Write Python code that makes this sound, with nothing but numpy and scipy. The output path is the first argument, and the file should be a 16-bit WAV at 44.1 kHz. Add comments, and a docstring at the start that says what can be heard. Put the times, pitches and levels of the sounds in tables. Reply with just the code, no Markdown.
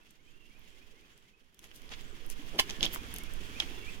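"""From the start, a soft outdoor hiss with handling rumble underneath: random noise shaped by pitch.
A large centipede crawls over pebbles and dry litter: random clicks patter, rustle, tick and snap.
Two birds sing far off, early and again late: gliding pure tones with echoes.
Halfway through, the hiss and the birds grow louder together and the snaps soon get stronger.
Then, once, a pebble grinds on its neighbours: a few jerky slips set stone tones ringing."""
import sys
import numpy as np
from scipy import signal
from scipy.fft import rfft, irfft
from scipy.io import wavfile

SR = 44100
rng = np.random.default_rng(int(sys.argv[2]) if len(sys.argv) > 2 else 0)


def generate_wav(sig):
    """Save sig (samples, or channels by samples) to the path in sys.argv[1] as 16-bit PCM at SR."""
    pcm = np.round(np.clip(np.atleast_2d(sig).T, -1, 1) * 32767).astype(np.int16)
    wavfile.write(sys.argv[1], SR, pcm)


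N = 176400
TIME = np.arange(N) / SR
FREQS = np.fft.rfftfreq(N, 1 / SR)


def from_db(db):
    """Turn decibels into a plain multiplier."""
    return 10 ** (np.asarray(db) / 20)


def rms_one(x):
    """Scale a sound to an average strength (rms) of 1."""
    return x / np.sqrt(np.mean(x ** 2) + 1e-20)


def in_time(rows):
    """Join the points of a (time, value) table with straight lines, one value per sample."""
    s, values = np.transpose(rows)
    return np.interp(TIME, s, values)


def by_hz(rows):
    """Join the points of each table column along a logarithmic frequency scale."""
    hz, *columns = np.transpose(rows)
    log_freqs = np.log(FREQS + 1e-9)
    return [np.interp(log_freqs, np.log(hz), column) for column in columns]


def band(x, low_hz, high_hz, order=2):
    """Keep only the frequencies between two edges, without looking ahead in time."""
    high = min(high_hz, SR * .45)
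    low = min(low_hz, high * .9)
    sos = signal.butter(order, [low, high], "band", fs=SR, output="sos")
    return signal.sosfilt(sos, x + 1e-18)


def drift(rate_hz):
    """Smooth random wander of spread 1; a higher rate wanders faster."""
    keep = np.exp(-(FREQS / rate_hz) ** 2)
    return rms_one(irfft(rfft(rng.standard_normal(N)) * keep, N))


def add(out, s, sound):
    """Mix a sound in, starting at time s."""
    i = max(int(s * SR), 0)
    out[..., i:i + sound.shape[-1]] += sound[..., :max(N - i, 0)]


# How alike the air sounds on the left and right: f/Hz, likeness (-1 to 1)
LIKENESS = [(100, 1), (380, 0.77), (700, 0.44), (1300, -0.61), (2400, 0.17), (8000, -0.067)]


def diffuse_noise(spectrum):
    """Stereo noise from all around; the two ports share its bass and differ higher up."""
    alike = np.clip(by_hz(LIKENESS)[0], -1, 1)
    mid, side = rfft(rng.standard_normal((2, N))) * from_db(by_hz(spectrum)[0])
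    left_right = np.sqrt(1 + alike) * mid + np.sqrt(1 - alike) * side * [[1], [-1]]
    return rms_one(irfft(left_right, N))


def flicker(x, depth_db):
    """Overlapping half-octave bands swell and fade separately; the end bands take all that lies beyond."""
    centres = np.geomspace(125, 2000, 9)
    out = 0
    for share in np.eye(len(centres)):
        part = irfft(rfft(x) * by_hz(np.c_[centres, share])[0], N)
        out = out + part * from_db(depth_db * drift(25))
    return out


# Tone colour of the outdoor hiss: f/Hz, relative level/dB (per Hz)
HISS_COLOUR = [(100, 3), (600, -4), (1500, 3), (2500, 0.5), (4000, -1.5), (7000, -5), (10000, -9.5),
               (16000, -15.5)]
# Tone colour of the low outdoor air noise: f/Hz, relative level/dB (per Hz)
LOW_AIR_COLOUR = [(30, -6), (100, -6), (140, 0), (330, 0), (440, -1), (600, -12.5), (4000, -83)]
# Levels before the shared rise and fall of the far sounds, and depths of the swelling
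HISS_DB, LOW_AIR_DB, HISS_PATCHY_DB, LOW_PATCHY_DB = -0.93, -6, 1.91, 3.5


def outdoor_air():
    """Outdoor hiss plus a lower noise, both shaped random noise that swells patchily."""
    hiss = from_db(HISS_DB) * flicker(diffuse_noise(HISS_COLOUR), HISS_PATCHY_DB)
    low_air = from_db(LOW_AIR_DB) * flicker(diffuse_noise(LOW_AIR_COLOUR), LOW_PATCHY_DB)
    return hiss + low_air


# Tone colour of the handling rumble: f/Hz, relative level/dB (per Hz)
RUMBLE_COLOUR = [(3, -22), (9, 0), (16, -9.5), (30, -21.5), (60, -23), (130, -35.5), (250, -45.5),
                 (1000, -76)]
# Rise and fall of the handling rumble on the right port: t/s, level/dB
HANDLING_LEVEL = [(0, -66), (.7, -55), (1.5, -65.5), (1.95, -46.5), (2.45, -45), (3, -38), (4, -41.5)]
RUMBLE_LEFT_DB = -24.5  # left port compared with the right


def handling():
    """Slow lumpy pressure from the hand: very low random noise, mostly on the right port."""
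    lumps = rms_one(irfft(rfft(rng.standard_normal((2, N))) * from_db(by_hz(RUMBLE_COLOUR)[0]), N))
    return lumps * from_db(in_time(HANDLING_LEVEL)) * from_db([[RUMBLE_LEFT_DB], [0]])


CRACK_SPREAD_DB = 2.5  # how unevenly strong the tiny cracks are


def cracks(per_s, size):
    """Random clicks of uneven size, reaching each port with a strength of their own."""
    born = rng.random(size) < per_s / SR
    boost = from_db(CRACK_SPREAD_DB * np.minimum(rng.exponential(1, size), 3))
    return born * boost * rng.standard_normal((2, size))


# Average step rate, level compared with the far sounds' level curve, and frequency edges
STEPS_PER_S, STEPS_DB, STEPS_LOW_HZ, STEPS_HIGH_HZ = 110, -14.5, 2600, 12000


def steps(air_db):
    """Faint patter of legs on the litter: sparse random clicks that follow the air level."""
    patter = rms_one(band(cracks(STEPS_PER_S, N), STEPS_LOW_HZ, STEPS_HIGH_HZ))
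    return from_db(STEPS_DB + air_db) * patter


def echoes(x, t60):
    """Scattered reflections, different at each port; they fade by 60 dB in t60 seconds."""
    t = TIME[:SR // 2]
    fade = from_db(-60 * t / t60) * (1 - np.exp(-t / 0.0021))  # soft start, then decay
    tail = rng.standard_normal((2, len(t))) * fade
    tail /= np.sqrt(np.sum(tail ** 2) / 2)
    return signal.fftconvolve(np.atleast_2d(x), tail, axes=1)[:, :N]


def note(hz, db, taper=0.54):
    """A pure tone that follows a pitch path, rising and falling softly."""
    swell = signal.windows.tukey(len(hz), taper)
    return from_db(db) * np.sqrt(2) * swell * np.sin(2 * np.pi * np.cumsum(hz) / SR)


# All bird levels come before the shared level of the far sounds; BIRD_DB also lowers the warbler.
# A warbler's rising notes: start t/s, length t/s, start f/Hz, end f/Hz, relative level/dB
SLURS = [(.01, 0.028, 2610, 2650, -0.5), (0.181, 0.045, 2100, 2300, -2.5), (0.258, 0.044, 2345, 2640, 0.5),
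         (.27, 0.034, 3080, 3180, -0.5), (0.498, 0.04, 2144, 2480, 1), (0.542, 0.036, 2290, 2620, 2),
         (0.758, 0.026, 1970, 2270, 1.5), (0.796, 0.05, 2245, 2640, 0), (0.934, 0.069, 1930, 2300, -4),
         (1.007, 0.054, 2210, 2710, -3), (1.234, 0.058, 1940, 2180, -2), (1.329, 0.029, 2470, 2640, 5.5),
         (2.983, 0.039, 2400, 2500, -7), (3.198, 0.033, 2075, 2330, 1), (3.232, 0.07, 2170, 2640, -4),
         (3.545, 0.045, 2230, 2760, 2.5), (3.757, 0.069, 3397, 3500, -4.5), (3.824, .03, 2180, 2350, -0.5),
         (3.857, 0.053, 2195, 2750, 7)]
# Its long wavering whistles: start t/s, length t/s, middle f/Hz, relative level/dB
WHISTLES = [(0.319, 0.172, 2740, -1), (2.656, 0.23, 1740, -6), (3.73, 0.153, 2745, -4.5)]
# A second bird's thin, high arched calls: middle t/s, relative level/dB
THIN_CALLS = [(0.274, -11), (0.724, -10.5), (1.179, -11), (2.084, -12), (3.454, -14.5), (3.898, -12.5)]
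WAVER_HZ, WAVER_CYCLES, FLICK_HZ = 61, 1.376, 171  # pitch swing, swings per whistle, final upward flick
THIN_TOP_HZ, THIN_SAG_HZ, THIN_LENGTH_S = 8100, 1800, 0.11
THIN_BLUR_HZ = 403  # speed of the random flutter that makes the thin calls buzz
BIRD_DB, BIRD_ECHO_DB, BIRD_T60_S = -6.5, -3.5, 0.39


def birds():
    """Rising notes, wavering whistles and thin buzzy arches, all gliding tones blurred by the trees."""
    warbler, thin = np.zeros(N), np.zeros(N)
    for s, length, start_hz, end_hz, db in SLURS:
        add(warbler, s, note(np.linspace(start_hz, end_hz, int(length * SR)), db))
    for s, length, hz, db in WHISTLES:
        u = np.linspace(0, 1, int(length * SR))
        waver = WAVER_HZ * np.cos(2 * np.pi * WAVER_CYCLES * u)
        add(warbler, s, note(hz - waver + FLICK_HZ * u ** 10, db, taper=.25))
    u = np.linspace(-1, 1, int(THIN_LENGTH_S * SR))
    arch_hz = THIN_TOP_HZ - THIN_SAG_HZ * u ** 2
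    for s, db in THIN_CALLS:
        add(thin, s - THIN_LENGTH_S / 2, note(arch_hz, db, taper=0.12))
    song = from_db(BIRD_DB) * warbler + thin * drift(THIN_BLUR_HZ)
    return song + from_db(BIRD_ECHO_DB) * echoes(song, BIRD_T60_S)


# Litter shifts in short runs of tiny cracks:
# middle t/s, half-length t/s, level/dB (before the swell and fade), lower edge f/Hz, upper edge f/Hz
RUSTLES = [(.02, 0.017, -69, 2540, 7900), (1.647, 0.025, -59.5, 300, 13200),
           (1.762, 0.024, -59, 2870, 15000), (1.925, 0.015, -49.5, 150, 5040),
           (1.939, 0.0096, -48.5, 1800, 4740), (2.313, 0.019, -51.5, 4770, 13100),
           (2.404, 0.012, -56, 199, 290), (2.557, 0.027, -52.5, 125, 650),
           (2.5987, 0.0098, -30, 1500, 12000), (2.597, 0.0067, -45, 131, 1000),
           (2.62, 0.0088, -61, 2520, 4000), (2.703, 0.015, -52.5, 198, 3950),
           (2.838, 0.012, -37, 1920, 6000), (2.858, 0.03, -46.5, 2160, 5000), (2.842, 0.027, -46, 98, 700),
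           (2.942, 0.015, -43, 9100, 16000), (2.946, 0.028, -51.5, 300, 9050),
           (3.613, 0.023, -47, 500, 6500)]
CRACKS_PER_S = 2400


def rustles():
    """Dense cracks swell and fade as a patch of litter gives way."""
    out = np.zeros((2, N))
    t = TIME[:SR // 5] - .1  # zero at the middle of the run
    for s, half_s, db, low_hz, high_hz in RUSTLES:
        grains = rms_one(band(cracks(CRACKS_PER_S, len(t)), low_hz, high_hz))
        swell = np.exp(-(t / half_s) ** 2)
        add(out, s + t[0], from_db(db) * grains * swell)
    return out


# Twigs and leaf stalks tick and snap:
# start t/s, relative level/dB (SNAP_DB is added), lower edge f/Hz, upper edge f/Hz
SNAPS = [(0.108, -47.5, 7000, 12600), (0.593, -51, 9000, 15500), (1.177, -50.5, 4500, 13000),
         (1.545, -51.5, 4000, 15000), (1.592, -42, 1960, 15000), (1.642, -43, 1000, 10100),
         (1.714, -47, 1500, 4480), (1.754, -54, 6000, 15000), (1.761, -42, 4500, 14000),
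         (1.819, -48, 1200, 14000), (1.892, -44, 2500, 5030), (2.010, -43.5, 1990, 7800),
         (2.264, -41, 6000, 14700), (2.3005, -28, 6000, 12500), (2.694, -34, 676, 4030),
         (2.699, -27.5, 3100, 7200), (2.708, -30, 2700, 7000), (2.808, -27.5, 2650, 4800),
         (2.8292, -15.5, 2960, 6000), (2.8337, -41, 2950, 3760), (2.839, -27, 2880, 4600),
         (2.847, -23.5, 2700, 5500), (2.85, -30, 2700, 3420), (2.8536, -23.5, 2680, 5130),
         (2.856, -28.5, 3000, 14800), (2.863, -26, 3170, 3700), (2.932, -30.5, 10600, 15000),
         (2.94, -28, 10100, 16000), (2.9467, -26, 6000, 13900), (2.96, -27.5, 640, 1500),
         (3.140, -26, 8300, 13300), (3.1622, -30.5, 2620, 13900), (3.185, -29, 5500, 13900),
         (3.2354, -37.5, 6000, 14000), (3.337, -37, 6460, 14000), (3.601, -19.5, 2040, 4800),
         (3.602, -23, 3020, 3370), (3.6031, -25.5, 2000, 5040)]
SNAP_DB, SPLINTER_SHARE, SNAP_T60_S = 1.5, .32, .008
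SNAP_BODY_DB, BODY_LOW_HZ, BODY_HIGH_HZ = -11.5, 400, 6000  # the faint broad knock


def snaps():
    """A click and a brief spray of splinters, coloured by the size of what breaks, over a faint knock."""
    out = np.zeros((2, N))
    t = TIME[:1024]
    for s, db, low_hz, high_hz in SNAPS:
        splinters = rng.standard_normal((2, len(t))) * from_db(-60 * t / SNAP_T60_S)
        burst = (t == 0) + SPLINTER_SHARE * splinters
        knock = rms_one(band(burst, BODY_LOW_HZ, BODY_HIGH_HZ, order=1))
        snap = rms_one(band(burst, low_hz, high_hz)) + from_db(SNAP_BODY_DB) * knock
        snap /= np.sqrt(np.sum(snap ** 2, axis=1, keepdims=True) / 10)  # same energy at each port
        add(out, s, snap * from_db(SNAP_DB + db))
    return out


# A pebble slips in jerks: t/s, relative level/dB
SLIPS = [(2.588, -11), (2.5905, 0), (2.5946, 1.5), (2.5964, -2.5), (2.5982, -3), (2.6002, -5),
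         (2.6048, -22)]
# Ringing tones of the pebble bed: f/Hz, relative level/dB, time to fade by 60 dB t/s
PEBBLES = [(771, -12, 0.032), (1056, -10.5, 0.036), (1740, -13, 0.023), (2107, -11.5, 0.047),
           (2700, -10.5, 0.012), (3040, -2.5, 0.015), (3400, -10, 0.018), (4040, -2.5, 0.015),
           (4770, -3, 0.01), (5500, -4, 0.01)]
PEBBLE_DB, PEBBLE_CRACK_DB = -23, -18  # added to the ring and to the dry crack


def pebble():
    """Every slip gives a dry crack and strikes each ringing tone with its own strength."""
    s, db = np.transpose(SLIPS)
    at = (s * SR).astype(int)
    ring = np.zeros(N)
    for hz, mode_db, t60 in PEBBLES:
        strike_db = PEBBLE_DB + db + mode_db + rng.normal(0, 2.2, len(s))
        strikes = np.zeros(N)
        strikes[at] = from_db(strike_db) * rng.choice([-1, 1], len(s))
        # a two-step feedback filter rings at hz; r is what is left after each sample
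        r, w = from_db(-60 / (t60 * SR)), 2 * np.pi * hz / SR
        ring += signal.lfilter([0, np.sin(w)], [1, -2 * r * np.cos(w), r * r], strikes + 1e-18)
    clicks = np.zeros(N)
    clicks[at] = from_db(PEBBLE_CRACK_DB + db)
    return ring + band(clicks, low_hz=1500, high_hz=7000)


NEAR_LEFT_DB, LEFT_LAG_S, SHARED_BASS_HZ = 1.5, 0.00015, 870


def at_ports(x):
    """Both ports get the same bass, then close sounds reach the left a little later and stronger."""
    lowpass = signal.butter(2, SHARED_BASS_HZ, fs=SR, output="sos")
    bass_gap = signal.sosfiltfilt(lowpass, x[1] - x[0])
    left = np.interp(TIME - LEFT_LAG_S, TIME, x[0] + bass_gap)
    return np.array([from_db(NEAR_LEFT_DB) * left, x[1]])


# Shared rise and fall of hiss, low air and birds, also followed by the steps: t/s, level/dB
AIR_LEVEL = [(0, -67.5), (.2, -71.5), (.65, -66.5), (1.1, -67.5), (1.35, -74), (1.56, -73.5), (1.65, -66),
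             (1.85, -62.5), (2, -58.5), (2.35, -58.5), (2.8, -52), (3.3, -55), (3.65, -53), (4, -56.5)]
GROUND_ECHO_DB, GROUND_T60_S = -11.5, .12


def scene():
    """Close litter sounds over the far forest, whose parts swell together."""
    air_db = in_time(AIR_LEVEL)
    far = from_db(air_db) * (outdoor_air() + birds())
    near = steps(air_db) + rustles() + snaps() + pebble()
    near_with_echo = near + from_db(GROUND_ECHO_DB) * echoes(near, GROUND_T60_S)
    return far + handling() + at_ports(near_with_echo)


# Tone colour of the two microphone ports: f/Hz, left level/dB, right level/dB
PORTS = [(1000, 5, 5), (1500, 3, 4), (2390, 2, 8.5), (3310, 1, 12.5), (4020, 1, 1), (5500, 1.5, 3),
         (6510, 5.5, -10.5), (7440, 0, -17), (11100, 2.5, 1), (16000, 3.5, 0.5)]
CUTOFF_HZ = 16100


def record(dry):
    """Each port adds its own colour, never ahead of the sound; the top is cut steeply."""
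    # folding the log spectrum's transform onto positive times gives a filter that acts at once
    cepstrum = irfft(np.log(from_db(by_hz(PORTS))), N)
    fold = np.r_[1, np.full(N // 2 - 1, 2), np.zeros(N - N // 2)]
    colour = irfft(np.exp(rfft(cepstrum * fold)), N)[:, :512]
    heard = signal.fftconvolve(dry, colour, axes=1)[:, :N]
    top_cut = signal.ellip(10, .2, 70, CUTOFF_HZ, fs=SR, output="sos")
    return signal.sosfilt(top_cut, heard)


dry = scene()
out = record(dry)
generate_wav(out)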